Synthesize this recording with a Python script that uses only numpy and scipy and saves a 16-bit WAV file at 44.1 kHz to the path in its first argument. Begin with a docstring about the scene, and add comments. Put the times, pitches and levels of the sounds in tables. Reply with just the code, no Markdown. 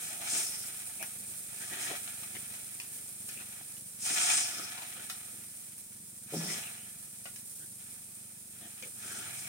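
"""Outdoors at a gas grill, burger patties fry while a steel spatula slides under them and flips them.
Bursting bubbles make a steady hiss. A turned patty lands with a thud, sears and spits steam,
and its fat crackles in the firebox as it flares. The blade taps the grate; short scrapes and sputters
come and go. Behind it all the burner rumbles and a small engine idles some way off."""
import sys
import numpy as np
from scipy import signal
from scipy.fft import rfft, irfft
from scipy.io import wavfile

SR = 44100
rng = np.random.default_rng(int(sys.argv[2]) if len(sys.argv) > 2 else 0)


def pcm_store(signal):
    """Save signal as 16-bit PCM."""
    levels = np.round(np.clip(np.atleast_2d(signal), -1, 1) * 32767)
    wavfile.write(sys.argv[1], SR, levels.astype(np.int16).T)


N = 418068
TIME = np.arange(N) / SR
HZ = np.fft.rfftfreq(N, 1 / SR)


# the tone of the bubbling: (frequency [Hz], level [dB])
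BUBBLING_TONE = [(200, -21.5), (500, -17.5), (1000, -28), (1450, -23), (2400, -23), (4700, -17.5),
                 (6800, -11), (8000, -5), (8900, 0), (9700, -3), (11000, -7.5), (13000, -11.5),
                 (15800, -11.5)]
# bubbling sinks as the patties dry and revives when one is pressed: (time [s], relative level [dB])
BUBBLING_LEVEL = [(0, -39.5), (0.8, -40.5), (1.35, -41.5), (2.3, -41.5), (3.35, -42), (3.85, -44.5),
                  (5.1, -43), (5.9, -46.5), (7.7, -44.5), (8.45, -47), (9.3, -42.5)]

def bubbling():
    """Tiny bursting bubbles hiss steadily, and each sear stirs them up for a while."""
    bursts = pops(per_s=17000, spread_db=3.5, clump_db=0.67, echo_s=0.11, direct_db=-2, spots=8)
    stirred = [db + surge(s, rise, hold, fall_db_per_s=27) for s, rise, hold, _, db in SEARING_MOMENTS]
    level = together([curve(BUBBLING_LEVEL)] + stirred)
    return placed(coloured(bursts, BUBBLING_TONE), left_db=-1.5) * level * gain_of(-0.97)


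# a bright rush, cut off sharply above about 9500 Hz: (frequency [Hz], level [dB])
RUSH_TONE = [(400, -59), (1500, -52), (2400, -20), (4800, -13.5), (5150, -6.5), (6000, -8.5), (7200, -5),
             (8000, -3.5), (8800, -0.5), (9350, -0.5), (9650, -15), (11000, -39), (15800, -50)]
# meat touches iron: (time of full contact [s], rise [s], hold [s],
# relative level of the rush [dB], relative level of the extra bubbling [dB])
SEARING_MOMENTS = [(0.043, 0.05, 0.06, -47.5, -56), (0.364, 0.13, 0.022, -34, -37.5),
                   (1.61, 0.056, 0.067, -51, -44.5), (1.825, 0.047, 0.022, -41.5, -42.5),
                   (4.07, 0.08, 0.26, -36, -39), (4.335, 0.26, 0.046, -31.5, -54),
                   (6.355, 0.06, 0.051, -47, -42.5), (6.508, 0.037, 0.025, -42, -44.5),
                   (9.17, 0.23, 0.014, -46.5, -53), (9.39, 0.051, 0.023, -49, -62)]

def searing():
    """Wet meat on hot iron gives a bright rush that soon drops back to a faint hiss."""
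    bursts = pops(per_s=12000, spread_db=2.5, clump_db=0.8, echo_s=0.04, direct_db=-3.5)
    rushes = [db + surge(s, rise, hold, fall_db_per_s=119) for s, rise, hold, db, _ in SEARING_MOMENTS]
    level = together([-65.5] + rushes)  # the faint hiss never stops
    return placed(coloured(bursts, RUSH_TONE), left_db=1.0) * level * gain_of(2.5)


# the overall tone of the firebox, the space under the grate: (frequency [Hz], level [dB])
FIREBOX_TONE = [(30, -38), (150, -24), (330, -12.5), (520, -30), (650, -11), (1050, -16.5), (1250, -8.5),
                (2900, -4.5), (4100, -5.5), (4750, -17.5), (5200, -13), (7000, -5), (12000, -20)]
# pitches that this hollow space brings out: (frequency [Hz], width [Hz], boost [dB])
FIREBOX_PITCHES = [(740, 185, 8.5), (880, 22, 12.5), (1260, 226, 7), (1400, 143, 4), (1716, 32, 9),
                   (1935, 48, 6), (2270, 135, 8.5), (2472, 154, 8), (3360, 69, 4), (5140, 310, 10.5)]
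# fat flares up: (time of full blaze [s], rise [s], hold [s], relative level [dB], ember fade [dB/s])
FAT_FLARES = [(0.066, 0.13, 0.095, -46, 16), (0.249, 0.054, 0.13, -40, 12), (1.63, 0.23, 0.18, -51, 34),
              (1.877, 0.26, 0.042, -40.5, 10.5), (3.29, 0.076, 0.34, -54.5, 55),
              (4.1, 0.069, 0.29, -36.5, 17.5), (4.31, 0.28, 0.034, -33.5, 20.5),
              (6.328, 0.08, 0.091, -47, 40), (6.528, 0.15, 0.023, -40.5, 30),
              (7.81, 0.044, 0.063, -55.5, 10), (8.6, 0.1, 0.23, -54.5, 20), (9.092, 0.14, 0.39, -46.5, 20)]

def burning_fat():
    """Dripping fat crackles in the firebox: each blaze collapses to embers, which fade more slowly."""
    crackle = pops(per_s=3500, spread_db=3.5, clump_db=1.1, echo_s=0.096, direct_db=-6.5)
    boost_db = sum(db / (1 + (2 * (HZ - hz) / width) ** 2) for hz, width, db in FIREBOX_PITCHES)
    hollow = coloured(irfft(rfft(crackle) * gain_of(boost_db), N), FIREBOX_TONE)
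    levels_db = [-67]  # a quiet crackle goes on between flares
    for s, rise, hold, db, ember_fade in FAT_FLARES:
        blaze_db = surge(s, rise, hold, fall_db_per_s=81)
        embers_db = surge(s, rise, hold, ember_fade) - 5.5
        levels_db.append(db + np.maximum(blaze_db, embers_db))
    return placed(hollow, left_db=-1.5) * together(levels_db) * gain_of(-1.5)


# juice turns to steam under a patty: (start [s], length [s], level [dB])
STEAM_JETS = [(0.296, 0.47, -47.5), (4.38, 0.4, -43.5), (6.33, 0.316, -43)]
# the thin tone of its hiss: (frequency [Hz], level [dB])
STEAM_TONE = [(1000, -51), (4800, -11), (5150, 0.5), (5850, -4.5), (6400, -9), (8000, -13), (16000, -51)]

def steam():
    """Short jets of steam sputter out from under wet meat."""
    sputter = pops(per_s=8000, spread_db=1.5, clump_db=3.0, echo_s=0.36, direct_db=-24, spots=4)
    hiss = coloured(sputter, STEAM_TONE)
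    out = np.zeros((2, N))
    for s, length, db in STEAM_JETS:
        swell(out, s, length, db, np.roll(hiss, -round(s * SR), 1), fade_in_s=0.067)
    return out


# the tone that all the rasps share: (frequency [Hz], level [dB])
RASP_TONE = [(30, -36), (100, 6), (220, 11.5), (480, 5), (750, 1.5), (1050, -34), (1400, -22), (1800, 11),
             (2400, -19), (3200, 8.5), (6000, -29), (14000, -30)]
# short rasps: (start [s], length [s], level [dB], ringing pitch [Hz], ring level over the rasp [dB])
# the two near 1 s make a brief ringing haze, near 700 and 2400 Hz, around the sharp tap
RASPS = [(0.093, 0.4, -56.5, 715, 2), (0.996, 0.09, -52, 718, 15), (0.983, 0.096, -50, 2400, 12),
         (1.598, 0.059, -48.5, 1750, 7), (1.698, 0.27, -47, 1800, 2), (1.887, 0.076, -48.5, 690, 4),
         (2.323, 0.065, -49.5, 2200, 2.5), (3.347, 0.11, -54, 2600, 3), (3.6, 0.02, -53, 790, -5),
         (4.523, 0.2, -50, 1370, 1), (4.768, 0.073, -52.5, 925, 10), (4.945, 0.096, -54, 1470, -3),
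         (6.475, 0.13, -44.5, 2050, -2.5), (6.62, 0.09, -52, 2640, 9), (6.743, 0.14, -63, 2800, 6.5),
         (7.587, 0.08, -61.5, 1570, -2), (8.6, 0.12, -58.5, 685, -11), (8.819, 0.038, -49.5, 2350, 6),
         (8.823, 0.081, -61.5, 490, 13), (9.032, 0.3, -52, 1470, 3), (9.266, 0.27, -56, 2320, 20)]

def scrapes_and_sputters(sharpness):
    """Short rasps, each with one ringing pitch; the scrapes are the blade sticking and slipping."""
    grit = pops(per_s=1800, spread_db=3.5, clump_db=3.0, echo_s=0.24, direct_db=0.5, spots=3)
    rasp = coloured(grit, RASP_TONE)
    out = np.zeros((2, N))
    for s, length, db, hz, ring_db in RASPS:
        span = slice(round(s * SR), round((s + length) * SR))
        # a higher ring spreads over a wider band of frequencies
        half_width_hz = np.sqrt(hz) * 16 / sharpness
        ring = filtered(grit[:, span], 2, [hz - half_width_hz, hz + half_width_hz], "band")
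        ringing_rasp = evened(rasp[:, span]) + gain_of(ring_db) * evened(ring)
        swell(out, s, length, db, ringing_rasp, fade_in_s=0.011)
    return out


# the blade hits the grate:
# (time [s], relative level [dB], brightness [dB/octave], time for the rattle to fade 30 dB [s])
BLADE_HITS = [(1.027, -31.5, 4, 0.001), (1.713, -51, -9, 0.017), (1.909, -39.5, -11, 0.037),
              (2.352, -41, 0.5, 0.027), (2.538, -43, 2.5, 0.028), (2.8, -35.5, 3.5, 0.008),
              (3.289, -36.5, 5.5, 0.052), (3.399, -44.5, -1, 0.024), (3.768, -49, 3.5, .02),
              (4.779, -39.5, 0, 0.017), (4.822, -40, 2, 0.027), (5.099, -31.5, 4.5, 0.014),
              (7.256, -38.5, -0.5, 0.021), (7.361, -42.5, 5.5, 0.0029), (8.825, -39.5, 5.5, 0.01)]
# the notes of blade and grate: (pitch [Hz], relative level [dB], time to fade 60 dB [s])
STEEL_NOTES = [(750, 4.5, 0.17), (1446, 1, 0.2), (1700, 7, 0.066), (1906, 1, .08), (2477, 9.5, 0.074),
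               (2550, -4.5, 0.11), (2940, 8, 0.046), (2950, -4, .06), (5740, -19, 0.076), (6600, -13, .04)]

def spatula_taps(ring_db, level_db, rattle_db, size=22050):
    """Steel meets iron: a tick and a short rattle set blade and grate ringing."""
    t = np.arange(size) / SR
    octaves = np.log2(np.clip(np.fft.rfftfreq(size, 1 / SR), 500, 9000) / 2000)
    out = np.zeros((2, N))
    for s, db, brightness, rattle_s in BLADE_HITS:
        rattle = rng.standard_normal(size) * gain_of(-30 * t / rattle_s)
        blow = signal.unit_impulse(size) + gain_of(rattle_db) * rattle / np.linalg.norm(rattle)
        echoes = lid_echoes(echo_s=0.23, direct_db=-3, size=size)
        ring = sum(gain_of(note_db - 60 * t / fade_s) * np.sin(2 * np.pi * (hz * t + rng.random((2, 1))))
                   for hz, note_db, fade_s in STEEL_NOTES)
        response = echoes + gain_of(ring_db) * evened(ring) / np.sqrt(size)
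        hit = signal.fftconvolve(blow[None], response, axes=1)[:, :size]
        hit = filtered(hit, 1, [600, 4500], "band")
        # bare steel gives a bright blow, a greasy bar a dull one
        hit = irfft(rfft(hit) * gain_of(brightness * octaves), size)[:, :size // 2]
        add(out, s, gain_of(db + level_db) * hit / np.linalg.norm(hit))
    return out


# a patty is nudged or lands: (time [s], relative level [dB], top frequency [Hz], time to fade 60 dB [s])
PATTY_THUDS = [(0.01, -53, 242, 0.083), (0.326, -51.5, 480, 0.37), (1.161, -55.5, 280, 0.17),
               (1.891, -52, 300, 0.25), (4.101, -52, 423, 0.46), (5.331, -59, 450, 0.3),
               (5.996, -59, 300, 0.15), (6.322, -42, 560, 0.14), (6.336, -32.5, 670, 0.15),
               (6.366, -30.5, 310, 0.16), (6.401, -49.5, 955, 0.8), (6.435, -38, 217, 0.31),
               (8.826, -58, 600, 0.2)]
# the low notes of the grill's body: (pitch [Hz], relative level [dB], time to fade 60 dB [s])
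BODY_NOTES = [(125, -13, 0.3), (164.3, 7, 0.56), (205, -3, .25), (249, -4, 0.27), (323, 0, 0.22),
              (415, -3, 0.16), (581, -16, 0.25)]

def patty_flops(boom_db, size=22050):
    """Soft meat lands edge first, then flat: dull pushes that make the grill's body boom."""
    t = np.arange(size) / SR
    boom = sum(gain_of(db - 60 * t / fade_s) * np.sin(2 * np.pi * hz * t)
               for hz, db, fade_s in BODY_NOTES)
    out = np.zeros((2, N))
    for s, db, top_hz, fade_s in PATTY_THUDS:
        push = filtered(rng.standard_normal(size), 4, [155, top_hz], "band")
        thud = evened(push) * gain_of(-60 * t / fade_s) + gain_of(boom_db) * boom
        add(out, s, gain_of(db) * thud[None])
    return filtered(out, 5, 135, "high")  # thin panels give off hardly any deep bass


# the tone of the burner and the open air: (frequency [Hz], level [dB])
RUMBLE_TONE = [(20, -36), (35, -47), (52, -1), (75, -21), (150, 1.5), (300, -7.5), (500, -19), (1000, -16),
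               (3000, -96), (10000, -60)]
# the tone of a fluttering flame: (frequency [Hz], level [dB])
FLAME_TONE = [(30, -35), (80, -9), (105, 7), (145, 5), (200, -18), (600, -41), (3000, -80)]

def burner():
    """The burner rumbles steadily; near the end a flame catches and flutters."""
    rumble = gain_of(-67) * coloured(rng.standard_normal((2, N)), RUMBLE_TONE)
    flame = coloured(rng.standard_normal((2, N)), FLAME_TONE)
    return rumble + flame * gain_of(-60 + surge(s=9.28, rise=0.04, hold=0, fall_db_per_s=0))


# the engine's wandering speed: (time [s], firings [per s])
ENGINE_SPEED = [(0.0, 23.111), (0.6, 25.759), (1.8, 24.195), (2.8, 24.653), (5.2, 23.341), (6.2, 22.466),
                (7.4, 23.721), (8.0, 24.521), (9.48, 25.162)]
# the tone of one exhaust puff: (frequency [Hz], level [dB])
PUFF_TONE = [(20, -42), (50, -30), (75, -6.5), (100, -2.5), (125, 0.5), (165, -6.5), (200, 2.5),
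             (260, -10.5), (330, -16), (450, -30), (900, -68), (3000, -62)]

def engine(level_db, uneven_db, echo_s, echo_db, size=4096):
    """An idling engine gives one soft puff each time it fires, and a wall echoes it."""
    fired_so_far = np.floor(np.cumsum(curve(ENGINE_SPEED)) / SR)
    firings = np.diff(fired_so_far, prepend=0) * gain_of(uneven_db * drift(rate_hz=7.1))
    puff = np.fft.fftshift(irfft(gain_of(value_at(PUFF_TONE, np.fft.rfftfreq(size, 1 / SR)))))
    direct = signal.oaconvolve(firings, puff, "same")
    echo = np.interp(TIME - echo_s, TIME, direct, left=0)
    return gain_of(level_db) * evened(direct + gain_of(echo_db) * echo)


def pops(per_s, spread_db, clump_db, echo_s, direct_db, spots=6):
    """Random pops from several spots on the grill: many small, a few large, coming in clumps."""
    out = np.zeros((2, N))
    for _ in range(spots):
        sizes = gain_of(spread_db * np.minimum(rng.exponential(1, N), 6.5))
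        clicks = sizes * rng.choice([-1, 1], N) * (rng.random(N) < per_s / spots / SR)
        out += signal.oaconvolve(clicks[None], lid_echoes(echo_s, direct_db), axes=1)[:, :N]
    return out * gain_of(clump_db * drift(rate_hz=18))


def lid_echoes(echo_s, direct_db, size=4096):
    """A click arrives directly, then as echoes off the steel lid that fade 60 dB in echo_s."""
    path = rng.standard_normal((2, size)) * gain_of(-60 * np.arange(size) / SR / echo_s)
    path /= np.linalg.norm(path, axis=1, keepdims=True)
    path[[0, 1], rng.integers(0, 12, 2)] += gain_of(direct_db)
    return path / np.linalg.norm(path, axis=1, keepdims=True)


def surge(s, rise, hold, fall_db_per_s):
    """A level in dB that climbs its last 20 dB in the rise time, is full at s, holds, then falls."""
    climb_db = -20 * (np.maximum(s - TIME, 0) / rise) ** 2
    return climb_db - fall_db_per_s * np.maximum(TIME - s - hold, 0)


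def swell(mix, s, length, db, sound, fade_in_s, fade_out_share=0.32):
    """Mixes in a stretch of sound at time s, fading it in and out."""
    part = sound[:, :round(length * SR)]
    t = np.arange(part.shape[1]) / SR
    shape = np.clip(t / fade_in_s, 0, 1) * np.clip((length - t) / (fade_out_share * length), 0, 1)
    add(mix, s, gain_of(db) * evened(part) * shape)


def add(mix, s, sound):
    """Mixes a sound in at time s."""
    part = mix[:, round(s * SR):][:, :sound.shape[1]]
    part += sound[:, :part.shape[1]]


def together(levels_db):
    """The combined strength of unrelated sounds: their powers add."""
    return np.sqrt(sum(10 ** (np.maximum(db, -200) / 10) for db in levels_db))


def coloured(x, tone):
    """Shapes x with a tone table, at an average strength of one."""
    size = x.shape[-1]
    return evened(irfft(rfft(x) * gain_of(value_at(tone, np.fft.rfftfreq(size, 1 / SR))), size))


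def filtered(x, order, hz, kind):
    """Keeps a band of frequencies, or the high ones; a higher order cuts more sharply."""
    return signal.sosfilt(signal.butter(order, hz, kind, fs=SR, output="sos"), x)


def placed(x, left_db):
    """Leans a sound to the left, or to the right if left_db is negative."""
    return x * gain_of(left_db * np.array([[.5], [-.5]]))


def drift(rate_hz):
    """A slow random wobble with a typical size of one."""
    return evened(irfft(rfft(rng.standard_normal(N)) / (1 + (HZ / rate_hz) ** 2), N))


def curve(points):
    """Joins points in time with straight lines."""
    return np.interp(TIME, *np.transpose(points))


def value_at(points, hz):
    """Looks up a table by frequency, giving each octave about equal room."""
    table_hz, values = np.transpose(points)
    return np.interp(np.log(hz + 1), np.log(table_hz + 1), values)


def evened(x):
    """Scales x to an average strength (rms) of one."""
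    return x / np.sqrt(np.mean(x ** 2) + 1e-20)


def gain_of(db):
    """Turns decibels into a multiplier."""
    return 10 ** (np.asarray(db) / 20)


# how alike left and right sound: (frequency [Hz], likeness [1 = the same, 0 or less = unrelated])
SIDES_ALIKE = [(100, 0.74), (350, 0.94), (650, 0.36), (1000, -1.1), (1400, 0.33), (2400, 0), (3200, 0.1),
               (6000, 0.07), (12000, -0.47)]
# how far the left side's wave runs ahead of the right's: (frequency [Hz], lead [radians])
LEFT_LEAD = [(100, 0), (750, 0), (1400, -1), (2500, -1.1), (3800, -3), (9000, -10)]

def scene():
    """Mixes all the sources; left and right share the low sounds but differ in the highs."""
    frying = bubbling() + searing() + burning_fat() + steam()
    rasps = scrapes_and_sputters(sharpness=4.1)
    taps = spatula_taps(ring_db=-10, level_db=26.3, rattle_db=2.5)
    left, other = frying + rasps + taps + burner()
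    alike = np.clip(value_at(SIDES_ALIKE, HZ), 0, 1)
    blend = alike * rfft(left) + np.sqrt(1 - alike ** 2) * rfft(other)
    right = irfft(blend * np.exp(-1j * value_at(LEFT_LEAD, HZ)), N)
    grill = np.array([left, right]) + patty_flops(boom_db=-12.0)
    return grill + engine(level_db=-63.0, uneven_db=2.1, echo_s=0.00903, echo_db=-6)


# which side is louder: (frequency [Hz], left minus right [dB])
SIDE_BALANCE = [(100, 0), (550, 2), (870, 6), (1150, 3), (1900, 2), (2450, 5), (3300, 1), (5100, 1),
                (6400, 3), (7300, -1), (8600, 1.5), (9600, -3.5), (11000, -1.5), (15000, 1.5)]
TREBLE_LIMIT_HZ = 15850

def record(dry):
    """Gives each side its own tone, then cuts off the very highest sounds."""
    balanced = irfft(placed(rfft(dry), left_db=value_at(SIDE_BALANCE, HZ)), N)
    treble_cut = signal.firwin(1023, TREBLE_LIMIT_HZ, window=("kaiser", 9), fs=SR)
    return signal.oaconvolve(balanced, treble_cut[None], "same")


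dry = scene()
out = record(dry)
pcm_store(out)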